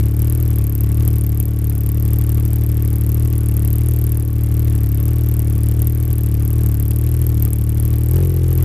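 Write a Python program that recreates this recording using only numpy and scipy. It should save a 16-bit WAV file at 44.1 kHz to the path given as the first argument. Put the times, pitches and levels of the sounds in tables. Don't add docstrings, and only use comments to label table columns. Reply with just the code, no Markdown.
import sys
import numpy as np
from scipy import signal
from scipy.fft import rfft, irfft, next_fast_len
from scipy.io import wavfile

SR = 44100
rng = np.random.default_rng(int(sys.argv[2]) if len(sys.argv) > 2 else 0)


def persist_wave(psi):
    counts = np.round(np.clip(psi, -1, 1) * 32767).astype(np.int16)
    wavfile.write(sys.argv[1], SR, np.atleast_2d(counts).T)


N = 381024

LEAD = 4410
TIME = np.arange(-LEAD, next_fast_len(N + 2 * LEAD) - LEAD) / SR
FREQS = np.arange(len(TIME) // 2 + 1) * SR / len(TIME)

# (time [s], effort about the usual idle [dB])
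EFFORT = [(0.0, 1.5), (0.52, 1.5), (0.72, -0.9), (1.06, 3), (1.16, 0.5), (1.56, -1.9), (1.89, -0.8),
          (2.19, 2.5), (2.26, 0.44), (3.96, 1.53), (4.26, -2), (4.56, 1.14), (5.81, 1.5), (6.03, -1.1),
          (6.69, 2.3), (6.75, -0.2), (7.44, 1.6), (7.54, -1), (8.07, 1.9), (8.18, 4.5), (8.3, 0), (8.64, 4)]


def undb(db):
    return 10 ** (np.asarray(db) / 20)


def across(points, at=FREQS, axis=1):
    columns = np.transpose(points)
    return np.interp(np.log(np.maximum(at, 1)), np.log(columns[0]), columns[axis])


def swell(times, middle_s, half_s):
    return np.exp(-((times - middle_s) / half_s) ** 2)


def hiss(gain):
    noise = irfft(rfft(rng.standard_normal(len(TIME))) * gain, len(TIME))
    return noise / np.std(noise)


def puffs(times, db, width_s, spectrum, rate=40.1):
    place = np.clip((times - TIME[0]) * SR, 0, len(TIME) - 1).astype(int)
    offset_s = np.arange(-LEAD, LEAD + 1) / SR
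    bell = np.exp(-.5 * np.abs(offset_s / width_s) ** 1.205)
    bell /= np.sqrt(np.sum(bell ** 2) * rate / SR)
    strikes = np.bincount(place, undb(db), len(TIME))
    return signal.fftconvolve(strikes, bell, "same") * hiss(undb(across(spectrum)))


def crank(start_phase=.915, jitter=0.0053):
    # (time [s], firings per second [Hz])
    speed = [(0.0, 35.82), (0.415, 39.3), (0.625, 36.07), (0.815, 35.81), (1.055, 38.07), (1.28, 36.64),
             (1.515, 37.38), (1.875, 35.96), (1.945, 37.2), (2.63, 37.88), (3.06, 37.03), (3.235, 38.64),
             (3.65, 36.49), (3.89, 39.53), (4.04, 38.11), (4.54, 37.72), (4.625, 38.6), (4.93, 35.22),
             (5.125, 39.15), (5.54, 37.12), (6.09, 39.03), (6.375, 36.39), (6.58, 38.66), (6.765, 35.82),
             (7.195, 40.34), (7.375, 37.42), (7.6, 37.07), (8.08, 38.8), (8.175, 44.51), (8.64, 41.09)]
    hz = np.interp(TIME, *np.transpose(speed))
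    phase = np.cumsum(hz) / SR
    phase += start_phase - phase[LEAD]
    number = np.arange(np.ceil(phase[0]), phase[-1]).astype(int)
    phase += jitter * np.interp(phase, number, rng.standard_normal(len(number)))
    times = np.interp(number, phase, TIME)
    return hz, phase, times, number


def boom(phase, hz, lag=.086, smear=1.45):
    # (frequency [Hz], relative level [dB])
    silencer = [(33, -16), (38, -9.5), (45, -12), (74, 1), (88, -0.5), (114, 2), (132, -4), (146, -10),
                (160, -22), (186, -12), (210, -24.5), (240, -23.5)]
    orders = np.arange(1, 7)[:, None]
    gains = undb(across(silencer, orders * hz))
    turn = smear * (orders - 2) * (orders - 3)
    swings = gains * np.sin(2 * np.pi * orders * (phase - lag) + turn)
    return np.sum(swings, axis=0) / np.sqrt(np.sum(gains ** 2, axis=0) / 2)


def bark(phase, hz, racing, lag=0.145, wander=0.007, smear=0.07, top_hz=510, flatten=0.1):
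    # (multiple of the firing rate, relative level [dB])
    blowdown = [(6, -14), (7, -5), (8, 0), (9, -5), (10, -11), (11, -12), (12, -13), (13, -19), (14, -27),
                (15, -24), (16, -28)]
    orders, db = np.transpose(blowdown)
    gains = undb(db) / np.sqrt(np.sum(undb(db) ** 2) / 2)
    gains = gains[:, None] * undb(-flatten * db[:, None] * racing)
    number = np.arange(np.floor(phase[0]), phase[-1])
    angle = phase - lag + wander * np.interp(phase, number, rng.standard_normal(len(number)))
    turns = smear * (orders - orders[np.argmax(db)]) ** 2
    edge = np.zeros(len(TIME))
    for order, gain, turn in zip(orders, gains, turns):
        passed = gain / (1 + (order * hz / top_hz) ** 20)
        edge -= passed * np.cos(2 * np.pi * np.round(order) * angle - turn)
    return edge


def exhaust(hz, phase, times, number, burn_db=0.88, spit_scatter_db=2.5, colour_db=2.16, flow_db=-24, surge_db=3):
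    # (pressure [dB], ordinary spit [dB])
    cylinders = [(-0.12, 1.5), (1.45, 2.5), (0.17, 1)]
    # (time [s], nominal peak level [dB])
    hard_spits = [(0.2189, -12.5), (0.5851, -12), (0.6394, -15.5), (1.077, -7.5), (1.4002, -9),
                  (1.6432, -13.5), (1.6965, -11.5), (2.2922, -11.5), (3.0101, -14), (3.6486, -12),
                  (3.6755, -14), (3.7294, -11.5), (4.0657, -12.5), (4.119, -12), (5.0809, -13),
                  (5.3921, -11.5), (5.6331, -13.5), (5.8182, -11), (5.8706, -10), (6.1814, -13.5),
                  (6.6613, -10.5), (6.7974, -14), (6.9067, -10.5), (7.423, -12.5), (7.45, -9.5),
                  (7.5313, -12), (7.6924, -12)]
    # (middle [s], half-length [s], level change [dB])
    lulls = [(1.51, 0.056, -5), (4.354, 0.066, -5), (8.425, 0.11, -8)]
    # (frequency [Hz], relative level [dB])
    flow_spectrum = [(15, -27), (30, -32), (52, 14), (90, -25), (150, 4), (230, -8), (330, -3.5),
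                     (480, -19), (900, -34.5)]
    # (frequency [Hz], relative level [dB])
    spit_spectrum = [(300, -1), (800, -10.5), (2000, -21.5), (4500, -26), (6000, -24), (7500, -10),
                     (9700, -1), (11000, 1.5), (12500, 2), (14000, -8.5), (16000, -13.5)]
    # (frequency [Hz], relative level [dB])
    whistle_spectrum = [(9000, -24), (11200, -12), (12300, 1.5), (12950, 7), (13700, 2), (14100, -20),
                        (15000, -16)]
    # (frequency [Hz], relative level [dB])
    rasp_spectrum = [(200, 4), (800, 3), (1500, 1.5), (2800, 3.5), (4100, -3), (5200, -1), (7000, -1.5),
                     (10000, -0.5), (13500, 5), (16000, -4)]

    effort = np.interp(times, *np.transpose(EFFORT))
    boom_db = -15.5 + 0.67 * effort
    bark_db = -31.5 + 0.53 * effort
    rasp_db = -47.5 + 0.95 * effort
    spit_db = -40 + 0.47 * effort
    for middle_s, half_s, dip_db in lulls:
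        spit_db = spit_db + dip_db * swell(times, middle_s, half_s)

    pressure_db, jet_db = np.array(cylinders)[(number - 1) % len(cylinders)].T
    burn, jet, colour = rng.standard_normal((len(times), 3)).T
    pressure_db = pressure_db + burn_db * burn
    jet_db = jet_db + spit_scatter_db * jet
    hard_s, peak_db = np.transpose(hard_spits)
    hard = np.abs(times[:, None] - hard_s).argmin(axis=0)
    crest_db = 20
    jet_db[hard] = peak_db - crest_db - spit_db[hard]
    pressure_db[hard] = .22 * jet_db[hard]
    jet_db = jet_db + spit_db

    surge = flow_db + surge_db * np.cos(2 * np.pi * (phase - .1))
    swirl = undb(surge) * hiss(undb(across(flow_spectrum)))
    low = (boom(phase, hz) + swirl) * undb(np.interp(TIME, times, boom_db + pressure_db))

    idle_top_hz, bark_db_per_hz = 40.4, 0.48
    racing = np.maximum(hz - idle_top_hz, 0)
    bark_gain = undb(np.interp(TIME, times, bark_db) + bark_db_per_hz * racing)
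    edge = bark(phase, hz, racing) * bark_gain

    jet_s = .0005
    spit = puffs(times, jet_db - colour_db * colour - 2.5, jet_s, spit_spectrum)
    whistle = puffs(times, jet_db + colour_db * colour - 2.0, jet_s, whistle_spectrum)
    trail = puffs(times + 0.0025, jet_db - 15.5, jet_s, spit_spectrum)
    rasp = puffs(times + 0.0078, rasp_db + 1.55 * pressure_db, 0.0018, rasp_spectrum)
    return low + edge + spit + whistle + trail + rasp


def machinery(times, tick_db=-53, tick_scatter_db=2.5, whirr_db=-45, casing_db=-54, spread_db=-15, follows=0.62):
    # (frequency [Hz], relative level [dB])
    valve_spectrum = [(400, 2), (800, 7), (990, -42), (1120, 12.5), (1350, -3), (1750, 4), (2000, 0),
                      (2250, 1), (2800, -5), (3400, -4), (4300, -14), (13000, -41)]
    # (frequency [Hz], relative level [dB])
    whirr_spectrum = [(60, 6.5), (150, 13.5), (400, 12.5), (560, 12), (820, 4), (990, -1.5), (1330, -0.5),
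                      (2400, -8), (3900, -27), (6500, -46), (13000, -11), (16000, -49)]
    # (frequency [Hz], width [Hz], relative level [dB])
    resonances = [(575, 55, -4.5), (830, 91, -5.5), (1105, 17, -0.5), (1280, 35, -14), (1463, 19, -7),
                  (2200, 110, -14.5), (4530, 83, -22), (5160, 210, -21)]
    # (time [s], level [dB])
    buzzes = [(3.335, -47), (6.916, -44)]
    # (frequency [Hz], relative level [dB])
    hood_spectrum = [(1200, -29), (2300, -10), (2900, 8), (3600, -12), (5500, -5), (9000, -23)]

    effort = undb(follows * np.interp(TIME, *np.transpose(EFFORT)))
    each_tick_db = tick_db + tick_scatter_db * rng.standard_normal(len(times))
    ticks = puffs(times - .007, each_tick_db, 0.0022, valve_spectrum)
    whirr = undb(whirr_db) * hiss(undb(across(whirr_spectrum)))
    wide = undb(whirr_db) * hiss(undb(across(whirr_spectrum)))
    power = np.zeros(len(FREQS))
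    for centre_hz, width_hz, db in resonances:
        power += undb(2 * db) / (1 + ((FREQS - centre_hz) / width_hz) ** 2) ** 2
    casing = undb(casing_db) * hiss(np.sqrt(power))
    rattles = puffs(*np.transpose(buzzes), 0.001, hood_spectrum)
    mid = effort * (ticks + whirr + casing) + rattles
    side = effort * undb(spread_db) * wide
    return mid, side


def intake(times, gulp_s=0.0019, growl_db=-42, blip_s=8.175, blip_half_s=0.057):
    # (frequency [Hz], relative level [dB])
    growl_spectrum = [(300, -12), (550, 3), (680, -3), (820, 7), (1000, -16), (1300, -8), (1500, -7),
                      (1680, -2.5), (2000, -14), (4000, -28), (8000, -45)]
    gulps = puffs(times + 0.0036, np.full(len(times), growl_db), gulp_s, growl_spectrum)
    return swell(TIME, blip_s, blip_half_s) * gulps


def scene():
    # (frequency [Hz], left minus right [dB], phase by which left leads [rad])
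    ports = [(60, 1.5, 0), (280, 2.3, 0), (600, .9, .14), (2000, .1, .1), (4500, .1, -.16),
             (8000, 1.7, -.27), (10500, 1.8, -.52), (13000, 1.6, -.6)]
    hz, phase, times, number = crank()
    mid, side = machinery(times)
    sled = rfft(exhaust(hz, phase, times, number) + intake(times) + mid)
    left = undb(across(ports) / 2) * np.exp(.5j * across(ports, axis=2))
    heard = irfft(np.array([sled * left, sled / left]), len(TIME)) + np.array([side, -side])
    return heard[:, LEAD:LEAD + N]


def record(dry):
    top_hz = 14250
    low_pass = signal.ellip(12, .2, 60, top_hz, fs=SR, output="sos")
    return signal.sosfilt(low_pass, dry)


dry = scene()
out = record(dry)
persist_wave(out)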